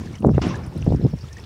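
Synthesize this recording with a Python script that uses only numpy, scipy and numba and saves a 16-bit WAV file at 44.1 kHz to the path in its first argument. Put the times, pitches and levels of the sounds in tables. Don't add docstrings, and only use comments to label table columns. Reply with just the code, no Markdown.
import sys
import numpy as np
from scipy import signal
from scipy.io import wavfile
from scipy.ndimage import uniform_filter1d
from numba import njit

SR = 44100
rng = np.random.default_rng(int(sys.argv[2]) if len(sys.argv) > 2 else 0)


def wav_out(sig):
    wavfile.write(sys.argv[1], SR, np.round(np.clip(np.atleast_2d(sig).T, -1, 1) * 32767).astype(np.int16))


def linear_from_db(decibels):
    return 10 ** (np.asarray(decibels, float) / 20)


N = 63945
T = np.arange(N) / SR

# [t/s, rumble level/dB, eddy f/Hz, fine eddies re rumble level/dB]
GUSTS = [(0, -31, 118, -3.5), (.15, -35.5, 121.6, -5.5), (.185, -39.5, 124, -23.5), (.26, -18.5, 142.6, 1),
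         (.37, -14.5, 107, -31), (.40, -25, 98, -29), (.45, -22.5, 166, -8.5), (.63, -31.5, 118, -7.5),
         (.735, -41.5, 97, 0.5), (.76, -26.5, 118.5, -8), (.845, -23, 108.5, -19), (.93, -16, 134, -17.5),
         (.985, -30.5, 109, -3.5), (1.05, -18.5, 136, -7), (1.1, -34.5, 104, -6), (1.143, -24, 110, -16),
         (1.19, -36.5, 88.3, -33), (1.45, -38.5, 95.4, -10)]
# [t/s, peak level/dB, f/Hz]
PUSH_POPS = [(.02, -24.5, 217), (.052, -22.5, 99), (.11, -27, 160), (.137, -25.5, 146), (.208, -20.5, 176),
             (0.2318, -18, 393), (.237, -19, 210), (.248, -0.5, 472), (0.2546, -5, 301), (0.266, -31, 910),
             (.2698, -2, 162), (.274, -16, 520), (0.282, -21.5, 520), (0.2879, -5.5, 300),
             (.293, -13.5, 650), (.262, -13, 330), (.307, -29, 500), (.297, -10, 230), (0.3021, -7.5, 184),
             (0.315, -14.5, 288), (.347, -21, 378), (.358, -24, 372), (0.965, -14, 74),
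             (0.4172, -14.5, 169), (0.4687, -7, 198), (0.679, -18, 76), (0.759, -19, 250),
             (0.768, -14.5, 150), (.80, -33, 380), (.822, -31, 400), (.866, -15, 366), (.872, -15, 397),
             (0.882, -22, 120), (.897, -14, 149), (0.9055, -16, 344), (0.919, -16.5, 278), (0.923, -9, 372),
             (0.9369, -7, 150), (0.947, -15, 390), (.950, -9, 170), (1.008, -26, 300), (1.014, -18, 290),
             (1.035, -12.5, 168), (1.042, -8.5, 130), (1.050, -8, 300), (1.0572, -4, 127),
             (1.064, -12.5, 300), (1.137, -20.5, 370), (1.139, -11, 131), (1.24, -23.5, 107)]
# [t/s, peak level/dB, f/Hz]
PULL_POPS = [
    (.3816, -3, 376),
    (.3812, -12.5, 910),
    (.8784, -4, 178),
]
# [t/s, peak level/dB, f/Hz, ring length/cycles]
BUBBLES = [(0.01, -41, 975, 12), (.032, -43, 1034, 17), (0.073, -36.5, 1720, 8.5), (.131, -51, 5720, 33),
           (0.142, -39.5, 2220, 18), (.154, -39, 2970, 17), (0.182, -44, 3130, 14), (0.224, -39, 2740, 7.8),
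           (.347, -53, 2480, 57), (.436, -29.5, 709, 24), (.505, -27.5, 1035, 20), (.543, -28, 1660, 13),
           (.557, -31.5, 1700, 12), (.535, -33, 1003, 14), (.556, -33, 980, 14), (.503, -38, 2650, 34),
           (.565, -42, 3850, 14), (.672, -41, 980, 9.1), (.722, -39, 856, 10.6), (.34, -40, 1260, 11),
           (1.384, -42, 2570, 9.4), (1.405, -44, 2540, 10), (0.634, -42, 2270, 11), (.775, -40, 4000, 13),
           (0.819, -39, 5860, 12), (0.825, -28.5, 2710, 5.7), (0.857, -48, 5170, 26),
           (0.431, -34, 1020, 36), (1.207, -46, 4540, 78), (1.016, -47.5, 4000, 26), (1.22, -51, 5380, 40),
           (1.241, -42.5, 1266, 13), (1.284, -47.5, 3430, 30), (1.311, -46, 1766, 41),
           (1.367, -35, 1820, 16), (1.383, -41.5, 1864, 19), (1.398, -42, 5260, 24), ]
# [t/s, peak level/dB, f/Hz, length/ms]
SPRAY = [(.01, -51, 6057, 17), (.155, -40, 6100, 5), (0.187, -43.5, 5200, 3.2), (.203, -46.5, 9100, 3.8),
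         (0.266, -38.5, 6600, 3.9), (0.347, -39, 2670, 14.5), (0.419, -34, 4540, 11),
         (.479, -45.5, 9900, 8.4), (0.493, -37, 5700, 20), (0.556, -38, 6700, 5.9), (0.574, -43, 9600, 2),
         (.64, -45, 5500, 14), (0.665, -39.5, 9500, 2.9), (.680, -44, 8600, 1.8), (.765, -46, 5500, 6.9),
         (0.778, -40.5, 9500, 4.1), (0.844, -45.5, 10400, 3), (.9, -46, 4320, 14), (0.961, -44, 5000, 6.8),
         (1.188, -40.5, 4420, 3.8), (1.212, -46, 5200, 21), (1.04, -46, 4200, 4), (.466, -42, 8500, 5),
         (.127, -48, 9000, 2), (.965, -49.5, 8600, 2.4), (1.385, -49, 8000, 2), (1.4, -48, 9000, 2),
         (.31, -48, 5300, 12), (1.33, -37.5, 5560, 6.1), (1.331, -45.5, 9650, 3.6),
         (1.37, -39.5, 5500, 3.1), (1.44, -36, 3430, 6.7)]
# [t/s, level/dB]
FLOW_LEVEL = [(0, -48), (.06, -48.5), (.2, -53.5), (.33, -52.5), (.35, -50), (.4, -53.5), (.62, -50.5),
              (.72, -54), (.82, -50.5), (1., -54.5), (1.15, -55), (1.21, -52.5), (1.3, -51.5), (1.45, -50)]
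# [f/Hz, level per Hz/dB]
TRICKLE_COLOUR = [(350, -4), (1000, -12), (1900, -14.5), (3500, -18), (5500, -22.5), (7200, -27.5),
                  (10000, -30.5), (16000, -71)]
# [f/Hz, level per Hz/dB]
GUSH_COLOUR = [(350, -5.5), (700, -16), (1000, -12.5), (1300, -19.5), (3500, -26.5), (5600, -30.5),
               (8000, -41), (12000, -47)]
# [t/s, f/Hz, level/dB]
SQUEAK_PATH = [
    (1.008, 5300, -75),
    (1.024, 5280, -54),
    (1.044, 5190, -49.5),
    (1.052, 5290, -60),
    (1.08, 5350, -68),
    (1.105, 5310, -63),
    (1.135, 5420, -63),
    (1.17, 5500, -63),
    (1.2, 5550, -77),
]

EDDY_CYCLES, EDDY_SPREAD_OCT, EDDY_SCATTER_DB = 0.68, 0.46, 3
POP_CYCLES, POP_LEAN_RAD = .43, .2
CRACKLE_DB, CRACKLE_S, CRACKLE_PITCH = -22, .011, 1.92
DROP_GLIDE = .025
SPRAY_Q, SPRAY_WIDEST_HZ = 2.6, 2700
FIZZ_SCATTER_DB, FIZZ_CYCLES, WASH_DB = 3, 3.8, 2
GUSH_S, GUSH_DB, GUSH_RISE_S, GUSH_HOLD_S = 0.4145, -33, 0.0057, 0.077
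GUSH_T60_LOW_S, GUSH_T60_HIGH_S = 0.9, 0.17
SLAP_DB, SLAP_S = 5.5, 0.014
BOAT_HZ, BOAT_WIDTH_HZ, BOAT_DB = 5500, 2220, -7
HISS_DB, MIC_LOW_HZ, MIC_TOP_HZ = -66, 53, 15800
DUCK_ABOVE_DB, DUCK_SLOPE = -18, .3


def level(x, db):
    return x * linear_from_db(db) / np.sqrt(np.mean(x ** 2))


def curve(rows, col):
    rows = np.array(rows)
    return np.interp(T, rows[:, 0], rows[:, col])


def shape(rows, hz):
    rows = np.array(rows)
    return np.interp(np.log(hz), np.log(rows[:, 0]), rows[:, 1])


def band(x, hz, width_hz):
    b, a = signal.iirpeak(min(hz, .4 * SR), hz / width_hz, fs=SR)
    return signal.lfilter(b, a, signal.lfilter(b, a, x))


def walk(rate):
    hold = int(SR / rate)
    steps = np.repeat(rng.standard_normal(N // hold + 1), hold)
    return 1.6 * uniform_filter1d(uniform_filter1d(steps, hold), hold)[:N]


@njit
def swirls(at, hz, cycles, size, phase, n, sr):
    out = np.zeros(n)
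    for k in range(len(at)):
        span = cycles[k] * sr / hz[k]
        for i in range(max(int(at[k] - 6 * span), 0), min(int(at[k] + 6 * span), n)):
            d = i - at[k]
            bell = (1 - (d / span / 6) ** 2) ** 2 / (1 + 2 * (d / span) ** 2) ** 1.25
            out[i] += size[k] * bell * np.cos(2 * np.pi * hz[k] * d / sr + phase[k])
    return out


def wind(count=260):
    when, big_turn, fine_turn, pitch, loudness = rng.random((count, 5)).T
    at = (np.arange(count) + when) / count * (N - 1)
    hz = curve(GUSTS, 2)[at.astype(int)] * 2 ** (EDDY_SPREAD_OCT * 3 * (pitch - .5))
    size = linear_from_db(EDDY_SCATTER_DB * 3.1 * (loudness - .5))
    one = np.ones(count)
    big = swirls(at, hz, EDDY_CYCLES * one, size, 2 * np.pi * big_turn, N, SR)
    big = big / (0.098 + np.sqrt(uniform_filter1d(level(big, 0) ** 2, size=900)))
    fine = swirls(at, 2.035 * hz, 0.94 * one, size[::-1].copy(), 2 * np.pi * fine_turn, N, SR)
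    return linear_from_db(curve(GUSTS, 1)) * (level(big, 0.077) + level(fine, 0) * linear_from_db(curve(GUSTS, 3)))


@njit
def rings(at, hz, cycles, size, glide, n, sr):
    out = np.zeros(n)
    for k in range(len(at)):
        span, phase = cycles[k] * sr / hz[k], 0.
        for j in range(min(int(2.5 * span), n - at[k])):
            u = j / span
            phase += 2 * np.pi * min(hz[k] * (1 + glide[k] * u) / sr, .45)
            out[at[k] + j] += size[k] * np.sin(phase) * np.exp(-2.3 * u) * (1 - np.exp(-8 * u)) ** 2
    return out


def water(colour, env_db, count, cycles, flick_db, scatter_db):
    out, swell = 0, walk(44.97)
    for hz in 350 * 2 ** np.arange(0, 5.3, 1 / 3):
        when, pitch, spread = rng.random((count, 3)).T
        burst = np.minimum(rng.exponential(size=count), 3)
        at = (when * N).astype(np.int64)
        bubble_hz = hz * 2 ** ((pitch - .5) / 3)
        length = cycles * (hz / 1500) ** 0.38 * (.5 + 2 * spread)
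        fizz = rings(at, bubble_hz, length, linear_from_db(scatter_db * burst), .03 * spread, N, SR)
        wash = band(rng.standard_normal(N), hz, hz / 3)
        flicker = flick_db * (0.83 * swell + 0.92 * walk(40.05))
        db = shape(colour, hz) + 10 * np.log10(hz / 3000) + env_db(hz) + flicker
        out = out + linear_from_db(db) * (level(fizz, 0) + level(wash, WASH_DB))
    return out


def trickle():
    flow = curve(FLOW_LEVEL, 1) + 2.45
    return water(TRICKLE_COLOUR, lambda hz: flow, count=160, cycles=FIZZ_CYCLES,
                 flick_db=1.76, scatter_db=FIZZ_SCATTER_DB)


def drops():
    s, db, hz, cycles = np.array(BUBBLES, float).T
    glide = DROP_GLIDE * np.sqrt(cycles / 20)
    return rings((s * SR).astype(np.int64), hz, cycles, linear_from_db(db + 6.5), glide, N, SR)


def spray():
    out = 0
    for s, db, hz, ms in SPRAY:
        env = np.exp(-np.abs(T - s) * 1000 / np.where(T < s, ms / 3, ms))
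        width_hz = min(hz / SPRAY_Q * np.sqrt(5 / ms), SPRAY_WIDEST_HZ)
        out = out + linear_from_db(db) * env * level(band(rng.standard_normal(N), hz, width_hz), -7.5)
    return out


def pops(count=8):
    s, db, hz = np.vstack([np.array(PUSH_POPS, float), np.array(PULL_POPS, float)]).T
    side = np.where(np.arange(len(s)) < len(PUSH_POPS), 1, -1)
    phase = side * np.pi / 2 + POP_LEAN_RAD * rng.standard_normal(len(s))
    thumps = swirls(s * SR, hz, POP_CYCLES * np.ones(len(s)), linear_from_db(db + 2.0), phase, N, SR)
    when, softer, pitch, turn = rng.random((len(s) * count, 4)).T
    small_s = np.repeat(s, count) + CRACKLE_S * 2 * (when - .4)
    small_db = np.repeat(db, count) + CRACKLE_DB - 9 * softer
    small_hz = CRACKLE_PITCH * np.repeat(np.sqrt(300 * hz), count) * 2 ** (pitch - .5)
    small_cycles = 1.11 * np.ones(len(small_s))
    return thumps + swirls(small_s * SR, small_hz, small_cycles, linear_from_db(small_db), 2 * np.pi * turn, N, SR)


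def gush_db(hz):
    t60 = np.interp(np.log(hz), np.log([500, 8000]), [GUSH_T60_LOW_S, GUSH_T60_HIGH_S])
    since = T - GUSH_S
    rise_db = 20 * np.log10(np.clip(since / GUSH_RISE_S, 1e-4, 1))
    slap_db = SLAP_DB * min(hz / 2500, 1) * np.exp(-np.maximum(since, 0) / SLAP_S)
    fall_db = 60 * np.maximum(since - GUSH_HOLD_S, 0.32 * since) / t60
    return GUSH_DB + rise_db + slap_db - fall_db


def gush():
    splash = water(GUSH_COLOUR, gush_db, count=600, cycles=4.0, flick_db=1.5, scatter_db=0.0)
    soften = signal.butter(2, 8000, fs=SR, output="sos")
    return signal.sosfilt(soften, splash) * linear_from_db(7.5)


def squeak():
    on = (T > SQUEAK_PATH[0][0]) & (T < SQUEAK_PATH[-1][0])
    tone = np.sin(2 * np.pi * np.cumsum(curve(SQUEAK_PATH, 1)) / SR)
    return on * linear_from_db(curve(SQUEAK_PATH, 2)) * (1 + 0.53 * walk(150)) * tone


def scene():
    sea = trickle() + drops() + spray() + gush()
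    boat = linear_from_db(BOAT_DB) * band(sea, BOAT_HZ, BOAT_WIDTH_HZ)
    return (wind() + sea + boat + pops() + squeak())[None]


def band_limit(x):
    return signal.sosfilt(signal.butter(12, 15850, fs=SR, output="sos"), x)


def record(dry):
    x = dry + linear_from_db(HISS_DB) * rng.standard_normal(dry.shape)
    x = signal.sosfilt(signal.butter(3, MIC_LOW_HZ, "high", fs=SR, output="sos"), x)
    loud = np.sqrt(uniform_filter1d(uniform_filter1d(x ** 2, size=700), size=300) + 1e-12)
    treble = signal.sosfiltfilt(signal.butter(2, 1500, "high", fs=SR, output="sos"), x)
    x = x - treble * (1 - np.minimum(linear_from_db(DUCK_ABOVE_DB) / loud, 1) ** DUCK_SLOPE)
    x = signal.sosfilt(signal.ellip(8, .2, 70, MIC_TOP_HZ, fs=SR, output="sos"), x)
    return band_limit(x)


dry = scene()
out = record(dry)
wav_out(out)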